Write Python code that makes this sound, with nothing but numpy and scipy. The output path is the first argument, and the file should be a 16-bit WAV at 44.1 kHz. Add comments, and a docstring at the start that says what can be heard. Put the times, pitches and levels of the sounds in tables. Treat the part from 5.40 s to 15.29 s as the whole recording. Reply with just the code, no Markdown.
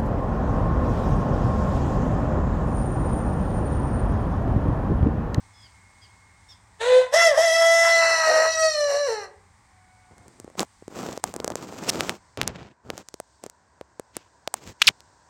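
"""Rooster crow and a camera handled in a vegetable garden

Faint bird peeps, then one three-syllable crow: a pulse train, hoarse under strain, coloured by a throat.
Then a hand shifts its grip on the camera: filtered noise and grains rustle as skin rubs the case,
damped ticks and thumps make sharp slips, and stick-slip pulses squeak three times.
A quiet outdoor hum of coloured noise lies under everything."""
import sys
import numpy as np
from scipy import signal
from scipy.fft import rfft, irfft, next_fast_len
from scipy.io import wavfile
from scipy.ndimage import uniform_filter1d, map_coordinates

SR = 44100
rng = np.random.default_rng(int(sys.argv[2]) if len(sys.argv) > 2 else 0)


def unload_audio(sound):
    """Save the sound as a 16-bit wav file, at the path given as the first command line argument."""
    columns = np.transpose(np.atleast_2d(sound))
    # keep every value between -1 and 1, then stretch to whole-number steps
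    steps = np.round(np.clip(columns, -1, 1) * 32767)
    wavfile.write(sys.argv[1], SR, steps.astype(np.int16))


N = 436149
TOP_HZ = 16500

# Levels of the crow as heard at the microphone, dips from echoes included, one list per syllable.
# Each row: time in seconds, then the levels in dB of the fundamental, the throat ring and the rasp.
CROW_LEVELS = [
    [(1.385, -77, -73.5, -77), (1.41, -31.5, -32, -35.5), (1.53, -15, -28.5, -33), (1.585, -13.5, -32, -35),
     (1.64, -29, -35, -43), (1.71, -51.5, -55.5, -63.5)],
    [(1.74, -14, -25.5, -25.5), (1.82, -23.5, -15.5, -22.5), (1.875, -13.5, -22.5, -23.5),
     (1.935, -22, -32, -42), (1.97, -29.5, -31.5, -35)],
    [(1.98, -10, -27, -29.5), (2.02, -20.5, -26, -27.5), (2.3, -18.5, -20.5, -26), (2.5, -20.5, -20, -26),
     (2.84, -30, -22.5, -28.5), (2.89, -16, -23.5, -28), (3.07, -21.5, -24.5, -29), (3.13, -37, -30, -28),
     (3.25, -17, -25, -25.5), (3.33, -28, -36, -28.5), (3.43, -23, -34, -32), (3.71, -26, -35.5, -36),
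     (3.85, -45, -42, -47), (3.95, -69, -95, -95)],
]


def amp(db):
    """Decibels to gain."""
    return 10 ** (np.asarray(db) / 20)


def unit(x):
    """x at rms 1."""
    return x / np.sqrt(np.mean(x ** 2) + 1e-20)


def steady(x):
    """x with its slow level held at rms 1."""
    power = np.abs(uniform_filter1d(x ** 2, size=1300))
    return x / np.sqrt(power + 1e-12)


def along(points, hz):
    """Interpolate (Hz, value) points on a log-frequency axis."""
    point_hz, value = np.transpose(points)
    return np.interp(np.log(hz + 1), np.log(point_hz + 1), value)


def curves(rows):
    """One value per sample for each column after the time."""
    time_s, *columns = np.transpose(rows)
    return [np.interp(np.arange(N) / SR, time_s, column) for column in columns]


def during(start_s, end_s, edge_s):
    """1 from start to end, with soft edges."""
    t = np.arange(N) / SR
    return np.clip(np.minimum(t - start_s, end_s - t) / edge_s + .5, 0, 1)


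def wobble(knots_per_s):
    """A smooth random curve."""
    knots = rng.standard_normal(int(N * knots_per_s / SR) + 4)
    return map_coordinates(knots, [np.arange(N) * knots_per_s / SR])


def filtered(x, response):
    """x times a response of frequency."""
    size = next_fast_len(N + SR // 2)
    return irfft(rfft(x, size) * response(np.fft.rfftfreq(size, 1 / SR)), size)[:N]


def coloured(x, spectrum):
    """x shaped by (Hz, dB) points, at rms 1."""
    return unit(filtered(x, lambda hz: amp(along(spectrum, hz))))


def below(hz, edge_hz, order=16):
    """Gain of a low-pass."""
    return 1 / (1 + (hz / edge_hz) ** order)


def air():
    """Distant outdoor hum: coloured noise, hollower once the hand shades the microphone."""
    # Each row: time in seconds, level in dB, treble change in dB; both also wander at random.
    air_levels = [(0, -55, 2.5), (4.4, -57.5, -0.5), (5.3, -58.5, 4.5), (6.9, -56.5, -7), (7.38, -60, -18),
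                  (7.7, -60.5, -3.5), (8.3, -57.5, -12), (9.89, -55, -9.5)]
    # Spectra with the microphone open and shaded. Each row: frequency in Hz, relative density in dB per Hz.
    open_spectrum = [(15, -41.5), (25, -9.5), (92, 0), (108, 2), (127, -18), (180, -10.5), (242, -17.5),
                     (335, -23), (516, -24), (659, -21), (734, -20), (796, -13.5), (1160, -15),
                     (1290, -21.5), (2110, -17.5), (2760, -32.5), (4870, -29), (6740, -29), (8590, -25),
                     (10700, -49), (16000, -49.5)]
    shaded_spectrum = [(15, -57), (25, -61), (64, -4), (170, -17), (236, -19.5), (270, -17), (451, -18.5),
                       (818, -15.5), (988, -8), (1230, -23.5), (1560, -17), (2350, -30.5), (4490, -17.5),
                       (5140, -17), (8360, -17), (10700, -50), (16000, -41)]
    level_db, treble_db = curves(air_levels)
    shade = np.clip((np.arange(N) / SR - 6) / 1.4, 0, 1)
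    open_air = coloured(rng.standard_normal(N), open_spectrum)
    shaded_air = coloured(rng.standard_normal(N), shaded_spectrum)
    hum = np.sqrt(1 - shade) * open_air + np.sqrt(shade) * shaded_air
    low = filtered(hum, lambda hz: below(hz, 2600))
    level = amp(level_db + 0.24 * wobble(1.6))
    treble = amp(treble_db + wobble(6.3))
    return level * (low + treble * (hum - low))


def garden(x):
    """Leaves and fences scatter a short echo: decaying noise, shorter in the treble."""
    # Each row: frequency in Hz, time to decay by 60 dB in seconds.
    decay_times = [(300, .5), (2000, 0.44), (10000, 0.092)]
    hz, t, noise = signal.stft(rng.standard_normal(SR // 2), SR, nperseg=256)
    decay = amp(-60 * t / along(decay_times, hz)[:, None])
    tail = signal.istft(noise * decay, SR, nperseg=256)[1]
    delayed = np.pad(x, (200, 0))
    return signal.fftconvolve(delayed, tail / np.linalg.norm(tail))[:N]


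def peeps():
    """Thin peeps rich in harmonics droop in pitch; mellower calls, nearer a sine, droop less or not at all."""
    # Far whistle, small bird's peeps, mellow answer to the crow. Each row: start in seconds,
    # length in seconds, pitch in Hz, level in dB, share of the fundamental (0-1).
    calls = [(0, 1.2, 2160, -66, 1), (.13, .15, 1720, -60, .1), (.21, .07, 1680, -57, .1),
             (.615, .05, 1650, -56, .1), (1.085, .055, 1830, -51, .1), (4.28, .6, 742, -63, .72)]
    out = np.zeros(N)
    for start_s, length_s, pitch_hz, level_db, mellow in calls:
        u = np.linspace(0, 1, int(length_s * SR))
        droop = .16 * (1 - mellow) * u ** 3
        flutter = .14 * rng.standard_normal(len(u))
        phase = 2 * np.pi * np.cumsum(pitch_hz * (1 - droop + flutter)) / SR
        thin = 0.65 * np.sin(2 * phase) + np.sin(3 * phase) + 0.13 * np.sin(4 * phase)
        note = mellow * np.sin(phase) + (1 - mellow) * thin
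        envelope = np.sqrt(np.abs(np.sin(np.pi * u)))
        out[int(start_s * SR):][:len(u)] += amp(level_db) * unit(note * envelope)
    return out


def grains(rate_hz, tilt_db):
    """Tiny catches of skin of random size, some shrunk further by a random amount in dB if tilt_db is negative."""
    catches = rng.random(N) < rate_hz / SR
    size = rng.standard_normal(N)
    return unit(catches * size * amp(tilt_db * np.minimum(rng.exponential(size=N), 4)))


def stroke(start_s, length_s, attack_s, release_s, swell_db):
    """Gain of one stroke: the pressure builds, swells or fades steadily, and lets go."""
    edge_db = 19  # rise from, and sink to, this far below full level
    t = np.clip(np.arange(N) / SR - start_s, 0, length_s)
    contact = np.minimum(np.minimum(t / attack_s, (length_s - t) / release_s), 1)
    gain = amp(edge_db * (contact - 1) + swell_db * (t / length_s - .5))
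    return during(start_s, start_s + length_s, .004) * gain


def rubbing(crackle=0.76, bass_hz=130):
    """Skin drags over the case: a lumpy rumble under a crackling hiss; a firm, flat grip is deeper and duller."""
    # Each row: start, length, attack and release in seconds, rumble and hiss levels in dB,
    # swell from start to end in dB, bass weight in dB, upper edge of the hiss in Hz.
    strokes = [(4.704, 0.045, 0.0074, 0.028, -49.5, -76.5, 0, 12, 9000),
               (4.748, .42, .02, .01, -59.5, -79, -3, 9, 8950),
               (5.172, 0.078, 0.023, 0.038, -26.5, -32.5, -2, -21, 12150),
               (5.497, 0.31, 0.064, 0.063, -35.5, -43.5, -2.5, -3, 12200),
               (5.83, 0.13, 0.0089, 0.06, -44, -49, -5, 7, 14000),
               (5.929, 0.23, .02, 0.023, -42.5, -59, 6, -4, 14000),
               (6.153, 0.31, 0.015, .02, -40.5, -47, 2, -11, 11200),
               (6.416, 0.37, 0.067, 0.073, -33, -39, -5, -4.5, 10500),
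               (6.972, 0.17, .004, .03, -37.5, -41, -8, 12.5, 4180),
               (7.121, 0.22, 0.035, .06, -47, -48, -12.5, 10, 4070),
               (7.428, 0.13, 0.041, 0.031, -46, -60, -1, 12, 9000),
               (7.532, .1, 0.084, 0.02, -39, -43, -7, -2, 9300),
               (8.019, 0.066, 0.023, 0.017, -47, -54.5, -4, -2, 9100),
               (8.725, 0.16, 0.031, 0.097, -61, -50.5, -2, 10, 6000),
               (9.14, 0.11, .01, .01, -53, -52.5, 3, -1, 10000),
               (9.232, 0.099, .045, .035, -44, -41, 0, 15, 10000),
               (9.391, .105, 0.026, .01, -55.5, -35, 8.5, 8, 6530),
               (9.483, .04, 0.0048, .02, -41, -42, -4, 10, 6500)]
    # Spectra of rumble and hiss. Each row: frequency in Hz, relative density in dB per Hz.
    rumble_spectrum = [(24, -34.5), (40, -8), (183, 4), (360, 3), (648, -2), (841, -4), (1340, -8.5),
                       (1680, -14.5), (2500, -32), (3250, -51), (5500, -120)]
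    hiss_spectrum = [(700, -28), (1400, -15), (2500, -12.5), (4000, -15.5), (7500, -11.5), (10000, -26),
                     (16000, -17)]
    pressure = wobble(70)
    rumble_source = grains(900, tilt_db=-1.5) + .5 * rng.standard_normal(N)
    rumble = coloured(rumble_source, rumble_spectrum) * amp(2 * pressure)
    bass = filtered(rumble, lambda hz: below(hz, bass_hz, order=4))
    hiss_source = crackle * grains(270, tilt_db=0) + rng.standard_normal(N)
    hiss = coloured(hiss_source, hiss_spectrum) * amp(2.7 * pressure)
    out = np.zeros(N)
    for start_s, length_s, attack_s, release_s, rumble_db, hiss_db, swell_db, bass_db, edge_hz in strokes:
        muffled = filtered(hiss, lambda hz: below(hz, edge_hz, order=3))
        deep = rumble + (amp(bass_db) - 1) * bass
        rub = amp(rumble_db) * deep + amp(hiss_db) * muffled
        out += stroke(start_s, length_s, attack_s, release_s, swell_db) * rub
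    return out


def squeaks(damping=0.69, uneven_db=2, soft_hz=7000):
    """Uneven stick-slip pulses race through a glide and ring the case."""
    # Each squeak: case resonance in Hz, then glide rows of time in seconds, slips per second
    # and level in dB; rate and level also waver at random.
    glides = [(5720, [(6.488, 5000, -45.5), (6.49, 3200, -17), (6.494, 2600, -18.5), (6.499, 1500, -19),
              (6.5025, 700, -18)]), (2820, [(9.4172, 700, -7.5), (9.421, 1600, -9.5), (9.4228, 2300, -26),
              (9.4245, 3300, -4.5), (9.4255, 4000, -23), (9.428, 5000, -28.5)]), (2980, [(9.47, 5400, -7),
              (9.4715, 4800, -16), (9.478, 2900, -9), (9.484, 1300, -10.5), (9.4905, 600, -11.5)])]
    out = np.zeros(N)
    grip = amp(uneven_db * wobble(700))
    drift = 1 + .04 * wobble(600)
    for ring_hz, glide in glides:
        time_s, slip_hz, level_db = np.transpose(glide)
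        start = int(time_s[0] * SR)
        t = np.arange(time_s[0], time_s[-1], 1 / SR)
        rate_hz = np.abs(np.interp(t, time_s, slip_hz)) * drift[start:][:len(t)]
        phase = 2 * np.pi * np.cumsum(rate_hz) / SR
        hz = np.arange(1, 25)[:, None] * rate_hz  # harmonics of the slip rate
        damped = 1j * hz * ring_hz * damping
        case = 1j * hz * ring_hz / (ring_hz ** 2 - hz ** 2 + damped)
        case = case / (1 + 1j * hz / soft_hz) ** 2 * (hz < TOP_HZ)
        wave = np.sum(case * np.exp(1j * phase * hz / rate_hz), axis=0).real
        wave /= np.sqrt(np.sum(np.abs(case) ** 2, axis=0) / 2)
        edges = np.minimum(np.minimum(t - t[0], t[-1] - t) / .0006, 1)
        out[start:][:len(t)] += amp(np.interp(t, time_s, level_db)) * wave * edges
    return out * grip


def faint_slips():
    """Faint slips come by chance as the hand takes hold, as rows like those of the clear slips."""
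    from_s, to_s, count = 4.72, 5.18, 4
    tick_db, tick_hz, thump_db, spread_db = -31, 7700, -45, 3.5
    times_s = from_s + (to_s - from_s) * (np.arange(count) + rng.random(count)) / count
    scatter_db = spread_db * rng.standard_normal((count, 2))
    return [(s, tick_db + tick, tick_hz, thump_db + thump)
            for s, (tick, thump) in zip(times_s, scatter_db)]


def slips(thump_gain_db=9, thump_hz=520, thump_life_s=0.0015, tick_life_s=0.00013,
          snap=0.37, snap_life_s=0.00011, creep=0.042, soft_hz=12000):
    """Each slip is a very short tick amid a little scraping, and the case answers with one heavily damped swing."""
    # Each row: time in seconds (the tick falls 1.5 ms later), tick level in dB, tick pitch in Hz,
    # thump level in dB before thump_gain_db.
    clear_slips = [(4.9984, -46, 7300, -39.5), (5.0438, -35, 7080, -32), (5.0766, -51, 7660, -35),
                   (5.1522, -45, 2030, -40), (5.1931, -0.5, 4350, -29), (5.204, -5.5, 7430, -20.5),
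                   (5.2287, -15.5, 7620, -24.5), (5.4225, -59, 2010, -37), (5.4789, -26.5, 6970, -28),
                   (5.6869, -24, 2750, -24), (5.7746, -17, 5960, -25), (5.8387, 0, 7750, -17.5),
                   (5.9385, -14.5, 7840, -29.5), (5.9619, -12, 7500, -25.5), (6, -15.5, 3800, -24.5),
                   (6.0438, -7, 6860, -21.5), (6.077, -8, 6400, -21), (6.1015, -16.5, 6730, -24.5),
                   (6.119, -22, 2850, -32), (6.1544, -7.5, 6900, -22.5), (6.5555, -16, 2440, -24),
                   (6.6061, 0.5, 1880, -30), (6.6933, 0, 1930, -48), (6.9727, -15, 2270, -29),
                   (7.0135, 1.5, 1980, -51), (7.0303, -15, 2660, -38), (7.0757, 1, 6300, -54),
                   (7.5009, -9.5, 2250, -23.5), (7.5774, -14, 6100, -33.5), (7.6854, -16.5, 6300, -74),
                   (7.7402, -16.5, 5800, -32), (7.7997, -13, 9080, -27.5), (8.0372, -17, 7660, -31),
                   (8.0622, -20, 6890, -31), (8.0974, -20, 7040, -69), (8.4105, -27.5, 1940, -30),
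                   (8.5956, -17.5, 8400, -26), (8.7663, -5.5, 8440, -28), (9.0745, -7, 3360, -22.5),
                   (9.1397, 0.5, 8440, -22), (9.6041, -26.5, 4820, -61)]
    out = np.zeros(N)
    t = np.arange(-SR // 200, SR // 50) / SR
    after = np.maximum(t, 0)
    rows = list(clear_slips) + faint_slips()
    for (time_s, tick_db, tick_hz, thump_db), chance in zip(rows, rng.standard_normal(len(rows))):
        tick = np.cos(2 * np.pi * tick_hz * t) * np.exp(-after / tick_life_s)
        tick += snap * np.sin(np.pi * tick_hz * t / 2) * np.exp(-after / snap_life_s)
        scrape_life_s = np.where(t < 0, .0006, .0016)
        scrape = creep * rng.standard_normal(len(t)) * np.exp(-np.abs(t) / scrape_life_s)
        swing_hz = thump_hz * np.exp(0.33 * chance)
        swing = np.sin(2 * np.pi * swing_hz * after) * np.exp(-after / thump_life_s)
        slip = amp(tick_db) * (tick * (t >= 0) + scrape) - amp(thump_db + thump_gain_db) * swing
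        out[int((time_s + .0015 + t[0]) * SR):][:len(t)] += slip
    return filtered(out, lambda hz: below(hz, soft_hz, order=4) * 1j * hz / (1j * hz + 130))


def crowing():
    """1 while the rooster calls."""
    return during(CROW_LEVELS[0][0][0], CROW_LEVELS[-1][-1][0], .005)


def hoarseness():
    """Roughness and period doubling grow with strain until the voice clears; breaks set a least roughness."""
    # The voice breaks as it starts, changes note, is forced and runs out.
    # Each row: start in seconds, end in seconds, least roughness (0-1).
    voice_breaks = [(1.353, 1.48, 0.62), (1.48, 1.6, 0.4), (1.6, 1.754, .6), (1.909, 2.03, 0.4),
                    (2.54, 3.07, .26), (3.49, 3.575, 0.65), (3.665, 3.75, 0.4), (3.817, 3.97, 0.54)]
    clean_rough, edge_s = .07, .03
    strain_from_s, strain_to_s = 1.68, 3.08
    strain_rough, rough_power = 0.5, 2.4  # powers above 1: slow at first
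    strain_doubling, doubling_power = 0.45, 1.35
    held = np.clip((np.arange(N) / SR - strain_from_s) / (strain_to_s - strain_from_s), 0, 1)
    strain = held * during(strain_from_s, strain_to_s, edge_s)
    breaks = sum(rough * during(start_s, end_s, edge_s) for start_s, end_s, rough in voice_breaks)
    roughness = np.maximum(clean_rough + strain_rough * strain ** rough_power, breaks)
    return np.clip([roughness, strain_doubling * strain ** doubling_power], 0, 1)


def syrinx():
    """A pulse train that skips into period doubling and hoarse noise under strain."""
    # A low call, a short arch, a long note that sags at the end.
    # One list per syllable, each row: time in seconds, pitch in Hz.
    melody = [
        [(1.39, 431), (1.48, 499.9), (1.62, 512.8), (1.7, 491)],
        [(1.72, 530.5), (1.765, 673.8), (1.835, 679.2), (1.875, 652.4), (1.95, 526)],
        [(1.98, 628), (2.035, 681), (2.095, 649.3), (2.17, 663.8), (2.48, 669.7), (2.72, 658.5), (2.92, 627.8),
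         (3.1, 649.4), (3.28, 634.8), (3.36, 599.8), (3.53, 563.4), (3.61, 584.7), (3.665, 556.7),
         (3.695, 459.3), (3.9, 364.6)],
    ]
    jitter, strain_jitter = .002, .011  # relative pitch unsteadiness: clear voice, added by hoarseness
    overtone_lag_rad = .35  # times harmonic number squared; smears each pulse
    pitch_hz, = curves(np.vstack(melody))
    rough, doubling = hoarseness()
    unsteady = jitter * wobble(90) + strain_jitter * (rough + .4 * doubling) * wobble(350)
    pitch_hz = pitch_hz * (1 + unsteady)
    phase = 2 * np.pi * np.cumsum(pitch_hz) / SR
    # when the membranes double their period, every other pulse is weaker
    phase = phase + .3 * doubling * np.sin(phase / 2)
    live = crowing() > .5
    pulses = np.zeros(N)
    for k in range(1, 33):
        overtone = np.cos(k * phase[live] - overtone_lag_rad * k ** 2)
        pulses[live] += overtone * (k * pitch_hz[live] < TOP_HZ)
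    pulses *= 1 + .8 * doubling * np.cos(phase / 2) + .35 * rough * wobble(250)
    # air tears through once a cycle and takes over in the treble
    turbulence = rng.standard_normal(N) * (1 + np.cos(phase))
    turbulence = filtered(turbulence, lambda hz: (.5 + hz / 3000) * (1 - below(hz, 480, order=6)))
    return steady(pulses) + rough * turbulence


def rooster():
    """The syrinx sounds through a throat that changes shape as the neck stretches, then through the foliage."""
    # Throat colours: first note, head raised, neck stretched. Each row: frequency in Hz, relative gain in dB.
    opening_throat = [(200, -33.5), (350, -25), (505, -2.5), (720, -11.5), (1000, -18.5), (1280, -26),
                      (1700, -20), (2350, -27), (3800, -19.5), (5300, -40.5), (6300, -34.5), (9000, -38),
                      (10500, -53), (16000, -74)]
    raised_throat = [(250, -20.5), (450, -13), (670, -9), (950, -11.5), (1330, -22), (2000, -9.5),
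                     (2250, -33), (3350, -19.5), (4300, -35), (5400, -17.5), (7000, -30), (11500, -38.5),
                     (13000, -53), (16000, -62)]
    stretched_throat = [(250, -10), (450, 2.5), (650, 1.5), (980, -16), (1300, -23), (1950, -18),
                        (2250, -33), (2950, -18), (3400, -39.5), (4250, -5), (4700, -28), (5750, -8.5),
                        (6750, -32.5), (7450, -19.5), (8200, -41), (8800, -21), (9300, -41.5), (10800, -36),
                        (15000, -59)]
    head_up_s, head_up_takes_s = 1.68, .055
    stretch_s, stretch_takes_s = 2.47, 0.071
    source = syrinx()
    t = np.arange(N) / SR
    raised = np.clip((t - head_up_s) / head_up_takes_s, 0, 1)
    stretched = np.clip((t - stretch_s) / stretch_takes_s, 0, 1)
    voice = (1 - raised) * coloured(source, opening_throat)
    voice += (raised - stretched) * coloured(source, raised_throat)
    voice += stretched * coloured(source, stretched_throat)
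    # leaves scatter short waves the most
    voice = voice + filtered(garden(voice), lambda hz: np.minimum(hz / 4500, 1.2))
    # the small throat radiates little bass
    voice = filtered(voice, lambda hz: 1 - below(hz, 350, order=6))
    fundamental = filtered(voice, lambda hz: below(hz, 890))
    ring = filtered(voice, lambda hz: below(hz, 2420)) - fundamental
    rasp = voice - ring - fundamental
    levels_db = curves(np.vstack(CROW_LEVELS))
    parts = zip(levels_db, (fundamental, ring, rasp))
    return crowing() * sum(amp(level_db) * steady(part) for level_db, part in parts)


def scene():
    """The birds stand out in the garden; the handling is right at the microphone and has no echo."""
    crow, far = rooster(), peeps()
    echo = garden(amp(-12.0) * crow + amp(-10) * far)
    handling = slips() + rubbing() + squeaks()
    return (crow + far + echo + handling + air())[None]


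def record(dry):
    """The camera's bass cut, clipping at full scale and band limit."""
    bass_cut = signal.butter(2, 45, "highpass", fs=SR, output="sos")
    sound = signal.sosfilt(bass_cut, dry[0])
    return filtered(np.clip(sound, -1, 1), lambda hz: below(hz, TOP_HZ, order=120))[None]


dry = scene()
out = record(dry)
unload_audio(out)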